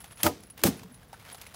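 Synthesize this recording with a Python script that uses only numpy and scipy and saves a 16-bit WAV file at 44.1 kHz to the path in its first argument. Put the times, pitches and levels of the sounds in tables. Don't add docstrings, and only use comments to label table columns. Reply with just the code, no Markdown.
import sys
import numpy as np
from scipy import signal
from scipy.fft import rfft, irfft
from scipy.io import wavfile
from scipy.ndimage import uniform_filter1d

SR = 44100
rng = np.random.default_rng(int(sys.argv[2]) if len(sys.argv) > 2 else 0)


def wrap_up_sound(samples):
    columns = np.atleast_2d(samples).T
    tamed = np.clip(columns, -1, 1)
    steps = np.round(tamed * 32767).astype(np.int16)
    wavfile.write(sys.argv[1], SR, steps)


def nominal_scale(level):
    x = np.asarray(level, float) / 20
    return 10 ** x


N = 68355

# (frequency [Hz], level [dB])
HUSH_COLOUR = [(12, -39), (20, 0), (110, 11.5), (319, -22), (607, 0.5), (738, -2.5), (8410, -20.5),
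               (10500, -23), (16000, -14)]
# (frequency [Hz], level [dB])
RUMBLE_COLOUR = [(12, -53), (20, -56), (37, 11), (91, 1), (182, 2.5), (285, -6), (400, -9.5), (520, -6.5),
                 (880, -120)]
# (time [s], level [dB])
STIR_LEVEL = [(0, -58), (.09, -62), (.125, -52.5), (.16, -67.5), (0.221, -45), (.3, -62.5), (.45, -63.5),
              (0.562, -79), (.58, -46.5), (.63, -56.5), (.75, -58), (.9, -66), (1.1, -66), (1.241, -57),
              (1.305, -51), (1.36, -59), (1.44, -56), (1.55, -60)]
# (frequency [Hz], level [dB])
STIR_COLOUR = [(250, -9), (900, 1), (1500, 1), (3300, -3), (7900, -12), (10600, -8), (16000, -15)]
# (time [s], level [dB], frequency [Hz], time to fall 60 dB [s])
PINGS = [(0.0034, -38.5, 10920, 0.069), (0.0195, -37.5, 10440, 0.044), (0.0524, -51, 10540, 0.15),
         (0.0717, -47, 10500, 0.14), (0.1189, -37.5, 10200, 0.09), (0.1578, -41, 10270, 0.17),
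         (0.182, -39, 10760, 0.034), (0.406, -41.5, 10970, 0.025), (0.428, -44, 10560, 0.13),
         (0.4684, -46.5, 10340, 0.062), (0.5011, -34.5, 10300, 0.083), (0.7407, -43.5, 11000, 0.052),
         (0.7721, -43, 10430, 0.089), (0.9223, -44.5, 10800, 0.1), (0.9428, -44, 10350, 0.14),
         (1.0326, -49, 10640, 0.064), (1.0823, -51, 10550, 0.084), (1.1296, -45, 10660, 0.11),
         (1.2625, -54, 10600, 0.12), (1.3278, -29.5, 10520, 0.026), (1.328, -43, 8760, 0.033),
         (1.335, -40, 10600, 0.11), (1.371, -39, 10200, 0.039), (1.4153, -47.5, 11100, 0.17),
         (1.465, -40.5, 10820, 0.077), (1.5444, -44, 10400, 0.046), (.2112, -34, 10520, 0.05),
         (.2144, -31.5, 10550, 0.06)]
# (time [s], level [dB], tub note [Hz], brightness [dB per octave], time to fall 60 dB [s])
TICKS = [(.005, -43, 900, 0, 0.14), (0.0422, -34, 2040, -2.5, 0.045), (.058, -42.5, 1340, -2, 0.045),
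         (0.113, -44, 2570, -3, 0.1), (0.173, -41.5, 2520, -2, 0.086), (.199, -47.5, 900, -5.5, 0.15),
         (0.435, -38.5, 5300, -2.5, 0.026), (.501, -44.5, 4040, -4.5, 0.047), (.577, -31.5, 2600, 7, 0.031),
         (0.6152, -36, 6160, -2, 0.033), (0.77, -38, 14000, 11, .025), (.793, -36.5, 1823, -3.5, 0.04),
         (0.832, -38.5, 950, -2.5, 0.051), (.944, -43, 3030, -1.5, 0.035), (1.03, -47.5, 1660, -5, 0.045),
         (1.1298, -36, 776, -3.5, 0.066), (1.14, -45.5, 1500, -11.5, 0.054), (1.198, -44, 2190, -3.5, 0.12),
         (1.256, -48.5, 1915, -6, .05), (1.264, -41, 1920, -5, 0.06), (1.29, -40, 3230, -6, 0.054),
         (1.299, -38, 3160, -4.5, .06), (1.315, -38.5, 2000, -1, 0.1), (1.321, -40.5, 717, -5, 0.1),
         (1.3455, -32.5, 4200, -1.5, 0.052), (1.348, -46, 800, -10, 0.033), (1.381, -37.5, 1680, -2, 0.044),
         (1.412, -42.5, 3030, -2.5, .05), (1.415, -31.5, 2100, -.5, 0.047), (1.4191, -35, 2030, -.5, 0.023),
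         (1.452, -43.5, 2620, -3.5, 0.09), (1.466, -32, 2110, -3, 0.038), (1.541, -39.5, 940, -2, 0.068),
         (1.5445, -35.5, 910, -1.5, 0.063)]
# (time [s], crack [dB], boom [dB], rattle [dB], rebound [dB])
BLOWS = [
    (.2313, -11.5, -24, -26.5, -17),
    (0.636, -7, -23, -25, -29.5),
]
# (frequency [Hz], level [dB])
CRACK_COLOURS = [
    [(500, -32), (1300, -9), (2400, -1.5), (3600, 1.5), (5500, -4.5), (7500, -2.5), (10000, 3), (16000, 0)],
    [(300, -16), (850, -2), (1600, 1), (2400, -0.5), (3300, -0.9), (6000, -2.5), (11000, -3), (16000, 2)],
]
# (frequency [Hz], level [dB])
RATTLE_COLOUR = [(410, -11), (900, -12.5), (1600, -12.5), (2800, -17), (4000, -16), (6000, -13.5),
                 (10000, -14.5), (16000, -14)]
# (frequency [Hz], time to fall 60 dB [s], level against the rattle [dB])
BRACKET_NOTE = (9800, 0.2, -21)
# (frequency [Hz], level [dB])
ECHO_COLOUR = [(59, -57), (100, -11), (255, -4.5), (1130, -24.5), (1280, -26), (5300, -24.5),
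               (16000, -39.5)]
# (frequency [Hz], level [dB], peak after the blow [s], time to fall 60 dB [s])
JOIST_NOTES = [
    [(92.6, -2, 0.015, .14), (148.4, -19, 0.031, 0.27), (242.5, -5, 0.04, 0.14), (279, -16, 0.067, 0.26),
     (327, -1, 0.032, 0.12), (399.2, -13, 0.049, .15), (476, -9, 0.03, 0.23), (599.8, 0, 0.042, 0.069),
     (706, -6, 0.027, 0.15), (749.5, -12, 0.041, 0.16), (809, -9, 0.043, 0.088), (903, -4.5, 0.032, 0.093),
     (989, -11.5, 0.044, 0.11), (1251, -5.5, 0.034, 0.092)],
    [(114.2, -4.5, 0.018, 0.13), (156.9, -10.5, 0.036, 0.25), (199.5, -2, 0.025, 0.11),
     (219.4, -9, 0.05, 0.2), (257.7, 1, 0.04, 0.094), (280, -15, 0.052, 0.16), (333, -4, 0.028, 0.11),
     (369, -13.5, 0.037, 0.18), (440.3, -16.5, 0.055, 0.14), (479, -10.5, .03, 0.13),
     (541.5, -6, 0.022, 0.11), (684, -14.5, .03, 0.15), (804, -11, 0.023, .1), (583, -7, .015, 0.081)],
]
# (frequency [Hz], level [dB])
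JOIST_FILL_COLOUR = [(50, -40), (150, -8), (300, 3), (600, 4), (900, -11), (3000, -40)]
# (frequency [Hz], level [dB])
REBOUND_COLOUR = [(180, -32), (500, -9), (1200, -10.5), (2400, -15.5), (4090, -24), (6100, -25.5),
                  (9880, -30), (16000, -19)]
# (time [s], level [dB], frequency
# [Hz], rise [s], time to fall 60 dB [s])
THUDS = [(.60, -50.5, 312, 0.016, .1), (0.625, -36, 300, 0.0043, .05), (1.1305, -45.5, 914, 0.0018, 0.049),
         (.238, -26.5, 84, .012, .12), (.644, -23, 98.7, 0.0095, 0.091), (.69, -39, 75, .015, .1),
         (.2645, -23, 1230, 0.0052, 0.057), (.266, -26, 2130, 0.0017, 0.027),
         (0.6406, -9.5, 443, 0.00064, 0.01), (.745, -44, 158, .015, 0.089), (.745, -43, 280, 0.0075, 0.048),
         (.76, -52, 455, 0.012, .15), (.80, -50, 125, 0.016, 0.087), (.81, -50.5, 260, 0.017, .12),
         (.82, -50, 440, 0.028, 0.13), (.842, -40.5, 183.6, 0.0097, 0.16),
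         (.885, -46.5, 242.3, .035, 0.071), (0.939, -50.5, 121, 0.018, 0.088),
         (0.2659, -19.5, 1015, 0.0009, 0.019)]

EARLY_S = 0.001
BLOW_S = 26000 / SR
SHAKE_DELAY_S = 0.0077


def evened(x):
    return x / np.sqrt(np.mean(x ** 2) + 1e-20)


def colour(x, points, tilt_db=0):
    table_hz, table_db = np.transpose(points)
    hz = np.fft.rfftfreq(len(x), 1 / SR) + 1
    gain_db = np.interp(np.log(hz), np.log(table_hz), table_db)
    gain_db += tilt_db * np.log2((hz + 300) / 3000)
    return irfft(rfft(x) * nominal_scale(gain_db), len(x))


def flattened(x):
    z = rfft(x)
    bumps = np.sqrt(uniform_filter1d(abs(z) ** 2, size=700) + 1e-12)
    return irfft(z / bumps, len(x)) * np.linalg.norm(x)


def clock(seconds):
    return np.arange(2 * round(seconds * SR / 2)) / SR


def noise(seconds):
    return rng.standard_normal(2 * round(seconds * SR / 2))


def coloured_noise(seconds, points, tilt_db=0):
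    return evened(colour(noise(seconds), points, tilt_db))


def lumps(seconds, size):
    return evened(uniform_filter1d(uniform_filter1d(noise(seconds), size), size))


def resonate(x, hz, width_hz):
    pole = np.exp((2j * np.pi * hz - np.pi * width_hz) / SR)
    return 2 * signal.lfilter([1 - abs(pole)], [1, -pole], x).real


def shape(seconds, rise_s, t60, start_db=-40):
    t = clock(seconds)
    climb_db = start_db * (1 - t / rise_s)
    fall_db = -60 * (t - rise_s) / t60
    return nominal_scale(np.where(t < rise_s, climb_db, fall_db))


def add(mix, s, sound):
    part = mix[round(s * SR):][:len(sound)]
    part += sound[:len(part)]


def yard():
    span = (N + 1) / SR
    hush = nominal_scale(-59) * coloured_noise(span, HUSH_COLOUR)
    rumble = coloured_noise(span, RUMBLE_COLOUR) * nominal_scale(-57.5 - 0.5 * lumps(span, size=1200))
    return (hush + rumble)[:N]


def stirring():
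    span = (N + 1) / SR
    grains_per_s, spread_db = 2500, -5
    size = nominal_scale(spread_db * np.minimum(rng.exponential(1, N + 1), 4))
    starts = size * (rng.random(N + 1) < grains_per_s / SR)
    grains = signal.lfilter([1], [1, -.985], starts) * noise(span)
    rustle = evened(colour(grains, STIR_COLOUR)) * nominal_scale(0.5 + 2.44 * lumps(span, size=300))
    time_s, level_db = np.transpose(STIR_LEVEL)
    return rustle[:N] * nominal_scale(np.interp(np.arange(N) / SR, time_s, level_db))


def ping(db, hz, t60):
    width_hz, click_db = 420, -7
    ringing = resonate(resonate(noise(.15), hz, width_hz), hz, width_hz)
    tone = evened(ringing) * shape(.15, 0.00061, t60, -20)
    click = evened(resonate(noise(.15), hz, 2300)) * shape(.15, .0004, 0.02)
    return nominal_scale(db - 9) * (tone + nominal_scale(click_db) * click)


def tick(db, hz, tilt_db, t60):
    scratch = coloured_noise(.12, [(200, -20), (500, 0), (16000, 0)], tilt_db)
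    scratch *= nominal_scale(3 * lumps(.12, size=40))
    pure = np.clip(900 / hz, .2, 1) * np.sin(2 * np.pi * hz * clock(.12))
    fuzzy = 0.73 * evened(resonate(noise(.12), hz, 0.32 * hz))
    tub_db = -7 - 1.65 * tilt_db - 0.85 * np.log2(hz / 800)
    hit = shape(.12, 0.00091, t60, -51)
    return nominal_scale(db - 9.5) * (scratch + nominal_scale(tub_db) * (pure + fuzzy)) * hit


def crack(db, points):
    rise_s, t60 = 0.0014, 0.018
    snap_db, snap_t60 = -8.5, 0.0024
    burst = shape(BLOW_S, rise_s, t60, -22.5) + nominal_scale(snap_db) * shape(BLOW_S, rise_s, snap_t60)
    sound = colour(flattened(noise(BLOW_S) * burst), points)
    return nominal_scale(db) * sound * (clock(BLOW_S) < .1)


def bracket_rattle(db):
    rattle = coloured_noise(BLOW_S, RATTLE_COLOUR) * shape(BLOW_S, 0.034, 0.11, -4)
    rattle *= np.minimum(clock(BLOW_S) / 0.011, 1)
    hz, t60, note_db = BRACKET_NOTE
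    ring = evened(resonate(noise(BLOW_S), hz, 150)) * shape(BLOW_S, 0.016, t60, -25)
    return nominal_scale(db) * (rattle + nominal_scale(note_db) * ring)


def yard_echo(db):
    wash = coloured_noise(BLOW_S, ECHO_COLOUR) * shape(BLOW_S, 0.013, 0.43, 0)
    return nominal_scale(db) * wash * nominal_scale(0.29 * lumps(BLOW_S, size=200))


def joist_boom(db, notes):
    t = clock(BLOW_S)
    fill_db, wobble_db = -6, 3.5
    fill = coloured_noise(BLOW_S, JOIST_FILL_COLOUR) * shape(BLOW_S, 0.036, 0.13, -5)
    boom = nominal_scale(fill_db) * fill * np.clip((t - SHAKE_DELAY_S) / 0.0018, 0, 1)
    for hz, note_db, peak_s, t60 in notes:
        swell = shape(BLOW_S, peak_s, t60, -16)
        swell = uniform_filter1d(swell, size=700, mode="nearest")
        swell *= np.clip((t - SHAKE_DELAY_S) / 0.0037, 0, 1)
        level = nominal_scale(note_db + 7.5 + wobble_db * lumps(BLOW_S, size=500))
        boom += level * swell * np.sin(2 * np.pi * (hz * t + rng.random()))
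    return nominal_scale(db - 6.5) * boom


def rebound(db):
    return nominal_scale(db) * coloured_noise(.1, REBOUND_COLOUR) * shape(.1, 0.0019, 0.044, 7.7)


def blow(crack_db, boom_db, rattle_db, rebound_db, joist_notes, crack_colour):
    sound = crack(crack_db, crack_colour)
    sound += bracket_rattle(rattle_db)
    sound += yard_echo(rattle_db - 7)
    sound += joist_boom(boom_db, joist_notes)
    add(sound, 0.0355 - EARLY_S, rebound(rebound_db))
    return sound


def thud(db, hz, rise_s, t60):
    return nominal_scale(db) * np.sin(2 * np.pi * hz * clock(.25)) * shape(.25, rise_s, t60, -17.5)


def scene():
    mix = yard() + stirring()
    for s, *settings in PINGS:
        add(mix, s - EARLY_S, ping(*settings))
    for s, *settings in TICKS:
        add(mix, s - EARLY_S, tick(*settings))
    for (s, *levels), notes, points in zip(BLOWS, JOIST_NOTES, CRACK_COLOURS):
        add(mix, s, blow(*levels, notes, points))
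    for s, *settings in THUDS:
        add(mix, s, thud(*settings))
    return mix[None]


def roll_off(x):
    return signal.sosfilt(signal.butter(12, 17000, fs=SR, output="sos"), x)


def record(dry):
    bass_cut_hz, limit, treble_edge_hz = 53, 0.51, 15800
    bass_cut = signal.butter(3, bass_cut_hz, "high", fs=SR, output="sos")
    limited = limit * np.tanh(signal.sosfilt(bass_cut, dry) / limit)
    treble_cut = signal.firwin(255, treble_edge_hz, window=("kaiser", 6), fs=SR)
    finished = signal.oaconvolve(limited, treble_cut[None], "same")
    return roll_off(finished)


dry = scene()
out = record(dry)
wrap_up_sound(out)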